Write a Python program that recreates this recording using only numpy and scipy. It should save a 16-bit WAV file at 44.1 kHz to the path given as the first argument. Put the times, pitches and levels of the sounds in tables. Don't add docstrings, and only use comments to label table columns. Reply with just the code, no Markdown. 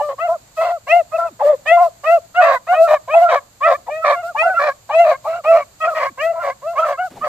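import sys
import numpy as np
from scipy import signal
from scipy.fft import rfft, irfft, next_fast_len
from scipy.io import wavfile
from scipy.ndimage import uniform_filter1d, minimum_filter1d, map_coordinates

SR = 44100
rng = np.random.default_rng(int(sys.argv[2]) if len(sys.argv) > 2 else 0)


def inscribe(sig):
    pcm = np.round(np.clip(np.atleast_2d(sig).T, -1, 1) * 32767)
    wavfile.write(sys.argv[1], SR, pcm.astype(np.int16))


N = 321038
T = np.arange(N) / SR

# start_s, length_s,
# first_pitch_hz, top_pitch_hz, swell_s, fundamental_db, octave_db, overtones_db, overtone_flare_s
BAY_NOTES = [(0.0, 0.15, 572, 600, 0.014, -19.5, -30.5, -39, 0.01),
             (0.184, 0.103, 557, 738, 0.079, -13.5, -24, -34.5, 0.042),
             (0.273, 0.095, 669, 696, 0.021, -16.5, -28.5, -58, 0.013),
             (0.57, 0.088, 625.4, 667.5, 0.026, -16, -24.5, -34, 0.016),
             (0.624, 0.16, 647, 693, 0.035, -19, -30, -40, 0.02),
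             (0.872, 0.15, 530.0, 722.4, 0.08, -9.5, -28.5, -20, 0.039),
             (1.119, 0.06, 602.4, 715, 0.043, -12.5, -24.5, -39, 0.043),
             (1.177, 0.12, 672.5, 695.5, 0.014, -19.5, -20, -46, 0.19),
             (1.396, 0.16, 539, 608.7, 0.09, -9.5, -26, -42, 0.05),
             (1.659, 0.231, 575.0, 703.5, 0.072, -6, -26, -17, 0.032),
             (2.039, 0.15, 555.0, 698.7, 0.077, -7, -19.5, -25.5, 0.047),
             (2.349, 0.091, 667, 745, 0.063, -6.5, -18, -29, 0.027),
             (2.398, 0.126, 596.7, 684, 0.045, -8.5, -18.5, -22.5, 0.033),
             (2.671, 0.1, 597.4, 761, 0.047, -10.5, -23.0, -32.0, 0.03),
             (2.726, 0.15, 545, 680.0, 0.096, -6.5, -24, -28, 0.043),
             (3.08, 0.215, 494, 699.4, 0.105, -10, -25.0, -25, 0.071),
             (3.611, 0.112, 527.4, 713.0, 0.094, -9, -14.5, -24.5, 0.048),
             (3.868, 0.183, 466, 649, 0.059, -22.5, -38, -34, 0.092),
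             (4.126, 0.11, 625, 730, 0.043, -22.5, -32, -41, 0.065),
             (4.227, 0.102, 648, 710, 0.013, -23, -29.5, -44.5, 0.015),
             (4.36, 0.147, 538.5, 700.6, 0.11, -9, -24.5, -21, 0.056),
             (4.43, 0.121, 640, 773, 0.023, -15.5, -24, -42, 0.15),
             (4.534, 0.06, 658.0, 678, 0.013, -19.5, -28.5, -39.5, 0.03),
             (4.894, 0.177, 523, 701.5, 0.11, -7.5, -27.5, -21, 0.1),
             (5.245, 0.17, 506, 699.6, 0.049, -21, -29, -47.5, 0.064),
             (5.441, 0.147, 558, 697.3, 0.09, -5, -23, -30.5, 0.045),
             (5.806, 0.07, 628, 666.6, 0.041, -18.5, -18, -25, 0.022),
             (5.836, 0.108, 613, 692, 0.032, -16.5, -19.5, -43, 0.021),
             (6.178, 0.16, 487.0, 694, 0.09, -13, -25.5, -25.0, 0.049),
             (6.33, 0.107, 686, 670, 0.02, -23.5, -32.0, -53, 0.12),
             (6.619, 0.14, 474.0, 699, 0.044, -21.5, -35, -48, 0.059),
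             (6.757, 0.123, 532.7, 686, 0.045, -17.5, -20.5, -30, 0.041),
             (6.976, 0.11, 633, 762, 0.026, -18.5, -27.5, -39, 0.013),
             (7.213, 0.067, 570.5, 684, 0.072, -20, -21, -38.5, 0.026)]
# period_doubling_db, rasp_db
VOICE_BREAKS = [(0.088, 0.134, -18, -9), (0.292, 0.348, -15, -48), (0.611, 0.723, -17.5, -8.5),
                (1.18, 1.3, -15, -22), (1.39, 1.548, -27.5, -24.5), (1.773, 1.865, -14, -58),
                (3.134, 3.289, -26.5, -22), (4.911, 4.956, -20, -15), (5.245, 5.392, -29, -11.5),
                (5.838, 5.954, -46, -18.5), (6.356, 6.425, -9, -20), (6.732, 6.854, -16, -14)]
# time_s, octave_boost_db
OCTAVE_CRACKS = [(2.88, 11.5), (3.3, 17.5), (4.05, 27.5), (4.6, 13.5), (6.43, 14)]
# frequency_hz, level_db
THROAT_SHAPE = [(1550, 10.5), (1800, 0.5), (2020, 2.5), (2280, -1), (2650, 1.5), (2950, -8.5),
                (3400, -24.5), (3900, -34.5), (5500, -37), (14000, -40.5)]
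# frequency_hz, level_db (per Hz)
HOARSE_COLOUR = [(250, -48), (400, -34), (500, -13.5), (580, -5.5), (700, 2), (850, -16), (1000, -9),
                 (1130, -8), (1500, -19), (1980, -16.5), (2600, -31), (4300, -38.5), (9000, -59.5),
                 (14000, -75)]
# time_s, level_db
SQUEAK_EVENTS = [(0, -13), (1.407, -11), (3.14, -15.5), (3.882, -19), (4.35, -16), (4.42, -17.5),
                 (4.898, -16.5), (5.253, -20.5), (5.445, -26), (7.166, -32)]
# frequency_hz, level_db (per Hz)
HISS_COLOUR = [(1500, -23), (4300, -3), (5600, -9), (8000, -5.5), (10000, -17.5), (12500, -8.5),
               (15000, -12.5)]
# frequency_hz, level_db (per Hz)
FIELD_COLOUR = [(20, -22), (52, -2.5), (75, -6.5), (120, -3.5), (200, -9.5), (330, -15.5), (700, -12),
                (1500, -19), (3300, -23.5), (4400, -19), (5600, -26.5), (7200, -14), (10000, -35.5),
                (12500, -23), (15000, -35)]
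# frequency_hz, side_db
FIELD_WIDTH = [(30, -8.5), (120, -14.5), (400, -5), (2000, -0.5), (5000, 0.5)]
# time_s, level_db
BREEZE = [(0, 0.31), (2, 1.0), (3.5, -0.27), (5, 0.86), (7.2, -0.5)]
# time_s, level_db
GROAN_EVENTS = [(1.305, -43.5), (3.775, -52), (6.095, -44.5)]
# time_s, level_db
STEP_EVENTS = [(2.079, -59.5), (7.11, -42), (7.161, -46)]
# frequency_hz, level_db
STEP_COLOUR = [(40, -23.5), (170, -11.0), (400, -13.5), (1500, -26), (12000, -42)]
TWIG_COLOUR = [(300, -7.5), (2500, -2.5), (14000, -7.5)]
# start_s, length_s, chest_db, mouth_db
ROAR_CALLS = [(2.418, 0.16, -16, -15), (2.876, 0.099, -14, -20.0), (3.29, 0.1, -14.5, -16.0),
              (3.668, 0.093, -12.5, -19), (4.045, 0.111, -14.5, -15), (4.593, 0.13, -18.5, -20.5),
              (5.041, 0.12, -17, -22.5), (5.514, 0.12, -21, -24), (5.951, 0.142, -23.5, -20.5),
              (6.428, 0.104, -21.5, -27), (6.842, 0.12, -21, -26), (7.24, 0.076, -21, -27)]
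# frequency_hz, level_db
WEEDS_COLOUR = [(600, 1), (1300, 8.5), (4000, 22.8)]
BRUSH_COLOUR = [(1300, 6), (3000, -13)]
# frequency_hz, left_minus_right_db
STEREO_TILT = [(250, 1), (600, 1.2), (1300, -2), (2400, 2), (5000, -3.5), (9000, -3.5)]

TOP_HZ = 14800
HUM_HZ = 110.7
GLIDE_S, GLIDE_SHARE, DROP, DROP_S = 0.028, 0.2, 0.22, 0.01036
ONSET_DB, SAG_DB_PER_S = 30, 39
OCTAVE_ONSET_DB, OCTAVE_SWELL_S, OCTAVE_SAG_DB_PER_S = 7, 0.045, 44.5
UPPER_ONSET_DB, UPPER_SAG_DB_PER_S = 11.5, 234
FLARE_DB_PER_S = 160.5
RELEASE_DB, RELEASE_S = 15, 0.015
CRACK_S = 0.033
ROAR_BUILD_DB, ROAR_BUILD_S = 5.5, 0.081
ROAR_RELEASE_DB, ROAR_RELEASE_S = 21, 0.0316
MOUTH_SAG_DB_PER_S, MOUTH_RELEASE_DB = 24.5, 3


def amp(db):
    return 10 ** (np.asarray(db) / 20)


def unit(x):
    return x / np.sqrt(np.mean(x ** 2) + 1e-20)


def along(points, hz):
    f, v = np.transpose(points)
    return np.interp(np.log(hz + 1), np.log(f + 1), v)


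def wobble(rate, size=N):
    knots = rng.standard_normal(int(size * rate / SR) + 4)
    return map_coordinates(knots, [np.arange(size) * rate / SR], mode="nearest")


def filtered(x, response):
    m = next_fast_len(N + 8192)
    return irfft(rfft(x, m) * response(np.fft.rfftfreq(m, 1 / SR)), m)[..., :N]


def noise(colour, channels=1):
    white = rng.standard_normal((channels, N))
    return unit(filtered(white, lambda hz: amp(along(colour, hz))))


def gate(t, start, end, fade):
    inside = np.minimum(t - start, end - t)
    return np.sin(np.pi / 2 * np.clip(inside / fade + 0.5, 0, 1)) ** 2


def call(start, length, fade):
    at = np.flatnonzero((T > start - fade) & (T < start + length + fade))
    age = np.clip(T[at] - start, 0, length)
    return at, gate(T[at], start, start + length, fade), age, length - age


def swell(age, depth_db, rise_s, sag_db_per_s):
    rise_db = -depth_db * np.maximum(1 - age / rise_s, 0) ** 2
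    return rise_db - sag_db_per_s * np.maximum(age - rise_s, 0)


def arch(age, left, crack_db, first_hz, top_hz, swell_s, first_db, octave_db, upper_db, flare_s):
    drops = crack_db == 0
    pitch = top_hz + (first_hz - top_hz) * np.exp(-age / (GLIDE_S + GLIDE_SHARE * swell_s))
    pitch = pitch * (1 - DROP * drops * np.exp(-left / DROP_S))
    release = RELEASE_DB * np.exp(-left / RELEASE_S)
    crack = crack_db * np.exp(-(left / CRACK_S) ** 4)
    ending = crack - drops * release
    first_db = first_db + swell(age, ONSET_DB, swell_s, SAG_DB_PER_S) - release - crack / 2
    octave_db = octave_db + swell(age, OCTAVE_ONSET_DB, OCTAVE_SWELL_S, OCTAVE_SAG_DB_PER_S) + ending
    flare_depth_db = UPPER_ONSET_DB + FLARE_DB_PER_S * flare_s
    upper_db = upper_db + swell(age, flare_depth_db, flare_s, UPPER_SAG_DB_PER_S) + ending / 2
    return pitch, first_db, octave_db, upper_db


def bays(jitter=0.0014, waver=0.012, shimmer_db=1.53, drift_db=5.0, break_unrest=1.14,
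         rasp_db=-39, catch_db=-20, count=14):
    out, turbulence = np.zeros(N), noise(HOARSE_COLOUR)[0]
    doubling, rasp, unrest = np.zeros(N), np.full(N, amp(rasp_db)), np.ones(N)
    for start, end, doubling_db, break_rasp_db in VOICE_BREAKS:
        doubling += amp(doubling_db) * gate(T, start, end, 0.0024)
        rasp += amp(break_rasp_db) * gate(T, start, end, 0.0059)
        unrest += break_unrest * gate(T, start, end, 0.014)
    k = np.arange(1, count + 1)[:, None]
    for start, length, *shape in BAY_NOTES:
        at, sounding, age, left = call(start, length, fade=0.016)
        n = len(at)
        crack_db = sum(db for s, db in OCTAVE_CRACKS if abs(start + length - s) < CRACK_S)
        pitch, first_db, octave_db, upper_db = arch(age, left, crack_db, *shape)
        slow_waver = unrest[at] * waver * wobble(54.9, n)
        fast_jitter = (jitter + 0.05 * rasp[at]) * wobble(500, n)
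        pitch = uniform_filter1d(pitch, size=700, mode="nearest") * (1 + slow_waver + fast_jitter)
        phase = 2 * np.pi * np.cumsum(pitch) / SR
        upper = amp(along(THROAT_SHAPE, k[2:] * pitch))
        upper *= amp(upper_db) / np.linalg.norm(upper, axis=0)
        sizes = np.vstack([amp(first_db), amp(octave_db), upper])
        shake_db = np.array([drift_db * unrest[at] * np.tanh(wobble(62.7, n)) + shimmer_db * wobble(350, n)
                             for _ in k])
        shake_db *= np.minimum(k ** 0.5 * 0.45, 1.2)
        voice = np.sum(sizes * amp(shake_db) * np.sin(k * phase), axis=0)
        faint_halves = np.sin(phase / 2) + np.sin(5 * phase / 2) + np.sin(7 * phase / 2)
        halves = np.sin(3 * phase / 2) + 0.03 * faint_halves
        effort = np.linalg.norm(sizes, axis=0)
        tone = np.sqrt(2) * (voice + effort * doubling[at] * halves)
        puff = effort.max() * amp(catch_db) * np.exp(-np.abs(T[at] - start) / 0.022)
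        air = effort * rasp[at] + puff
        out[at] += sounding * (tone + air * turbulence[at])
    return out


def slides(events, start_hz, end_hz, length, jitter):
    out = np.zeros(N)
    for s, db in events:
        at, sounding, age, _ = call(s, length, fade=length / 2)
        pitch = start_hz + (end_hz - start_hz) * age / length
        pitch = pitch * (1 + jitter * wobble(400, len(at)))
        out[at] += amp(db) * sounding * np.sin(2 * np.pi * np.cumsum(pitch) / SR)
    return out


def squeaks():
    return slides(SQUEAK_EVENTS, start_hz=880, end_hz=804, length=0.019, jitter=0.089)


def hiss(pack, air_db=-41):
    loudness = np.sqrt(np.abs(uniform_filter1d(pack ** 2, size=1800)))
    return amp(air_db + 3.5 * wobble(25)) * loudness ** 0.53 * noise(HISS_COLOUR, channels=2)


def scatter(x, t60, delay, count=16):
    t = np.arange(SR // 2) / SR
    out, hop = np.zeros((2, N + SR)), N // count + 1
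    for centre in range(0, N + hop, hop):
        at = np.arange(max(centre - hop, 0), min(centre + hop, N))
        piece = x[at] * np.cos(np.pi / 2 * (at - centre) / hop)
        tail = rng.standard_normal((2, len(t))) * amp(-60 * t / t60) * (1 - np.exp(-t / delay))
        tail /= np.linalg.norm(tail, axis=1, keepdims=True)
        echo = signal.fftconvolve(piece[None], tail, axes=1)
        out[:, at[0]:at[0] + echo.shape[1]] += echo
    return out[:, :N]


def field(field_db=-53, hum_db=-64):
    mid, side = noise(FIELD_COLOUR, channels=2)
    side = filtered(side, lambda hz: amp(along(FIELD_WIDTH, hz)))
    breeze_db = np.interp(T, *np.transpose(BREEZE))
    wind = amp(field_db + breeze_db + 0.63 * wobble(19)) * np.array([mid + side, mid - side])
    hum_tone = np.sqrt(2) * np.sin(2 * np.pi * np.cumsum(HUM_HZ + wobble(1.2)) / SR)
    return wind + amp(hum_db + 0.9 * wobble(8.9)) * hum_tone


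def groans():
    return slides(GROAN_EVENTS, start_hz=403, end_hz=178, length=0.038, jitter=0.04)


def steps(decay=0.4):
    push = np.zeros(N)
    for s, db in STEP_EVENTS:
        fall_s = np.where(T < s, 0.03, 2 * decay)
        push += amp(db - 60 * np.abs(T - s) / fall_s)
    return push * noise(STEP_COLOUR)


def roars(start_hz=620, end_hz=550, sag=0.045, jitter=0.05, tear_db=3, calm_db=-12, wild_db=-1,
          split_hz=880, droop=0.1, count=4):
    out, rough, pitch = np.zeros(N), np.zeros(N), np.full(N, float(end_hz))
    controls = []
    for start, length, chest_db, mouth_db in ROAR_CALLS:
        at, sounding, age, left = call(start, length, fade=0.02)
        spent = np.maximum(1 - left / ROAR_RELEASE_S, 0)
        chest_db = chest_db + swell(age, ROAR_BUILD_DB, ROAR_BUILD_S, 0) - ROAR_RELEASE_DB * spent
        mouth_db = mouth_db - MOUTH_SAG_DB_PER_S * age - MOUTH_RELEASE_DB * spent
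        controls.append((at, sounding, chest_db, mouth_db))
        pitch[at] = end_hz + (start_hz - end_hz) * np.exp(-(T[at] - T[at[0]]) / sag)
        pitch[at] *= 1 - droop * np.exp((T[at] - T[at[-1]]) / 0.025)
        push_db = chest_db - chest_db.max()
        rough[at] = np.clip((push_db - calm_db) / (wild_db - calm_db), 0.3, 1)
    unsteady = rough * (jitter * wobble(450) + 0.027) + 0.045 * wobble(45)
    phase = 2 * np.pi * np.cumsum(pitch * (1 + unsteady)) / SR
    slaps = sum(np.cos(k * phase) for k in range(1, count + 1))
    rush = unit(rng.standard_normal(N) * (1 + np.cos(phase)))
    tearing = amp(tear_db * rough * np.tanh(wobble(260) + wobble(90)))
    source = (unit(slaps) + 2.2 * rough * rush) * tearing
    voice = filtered(source, lambda hz: amp(along(HOARSE_COLOUR, hz)))
    low = filtered(voice, lambda hz: 1 / (1 + (hz / split_hz) ** 10))
    chest, mouth = unit(low), unit(voice - low)
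    for at, sounding, chest_db, mouth_db in controls:
        out[at] += sounding * (amp(chest_db) * chest[at] + amp(mouth_db) * mouth[at])
    return out


def twig(s=7.105, peak_db=-41, t60=0.008):
    burst = (T >= s) * amp(peak_db - 60 * np.abs(T - s) / t60)
    return burst * noise(TWIG_COLOUR, channels=2)


def scene(lag=0.00006, near_db=-15, grass_db=-25, echo_db=-34):
    pack = bays() + roars() + squeaks() + groans()
    direct = filtered(pack, lambda hz: np.exp(1j * np.pi * hz * lag * np.array([[-1], [1]])))
    weeds = filtered(scatter(pack, t60=0.009, delay=0.0013), lambda hz: amp(along(WEEDS_COLOUR, hz)))
    grass = scatter(pack, t60=0.026, delay=0.003)
    brush = filtered(scatter(pack, t60=0.2, delay=0.18), lambda hz: amp(along(BRUSH_COLOUR, hz)))
    echoes = amp(near_db) * weeds + amp(grass_db) * grass + amp(echo_db) * brush
    return direct + echoes + hiss(pack) + steps() + twig() + field()


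def record(dry):
    x = filtered(dry, lambda hz: amp(along(STEREO_TILT, hz) * np.array([[0.5], [-0.5]])))
    needed = 0.97 / np.maximum(np.abs(x).max(axis=0), 0.97)
    gain = uniform_filter1d(minimum_filter1d(needed, size=500), size=400)
    return filtered(x * gain, lambda hz: hz < TOP_HZ)


dry = scene()
out = record(dry)
inscribe(out)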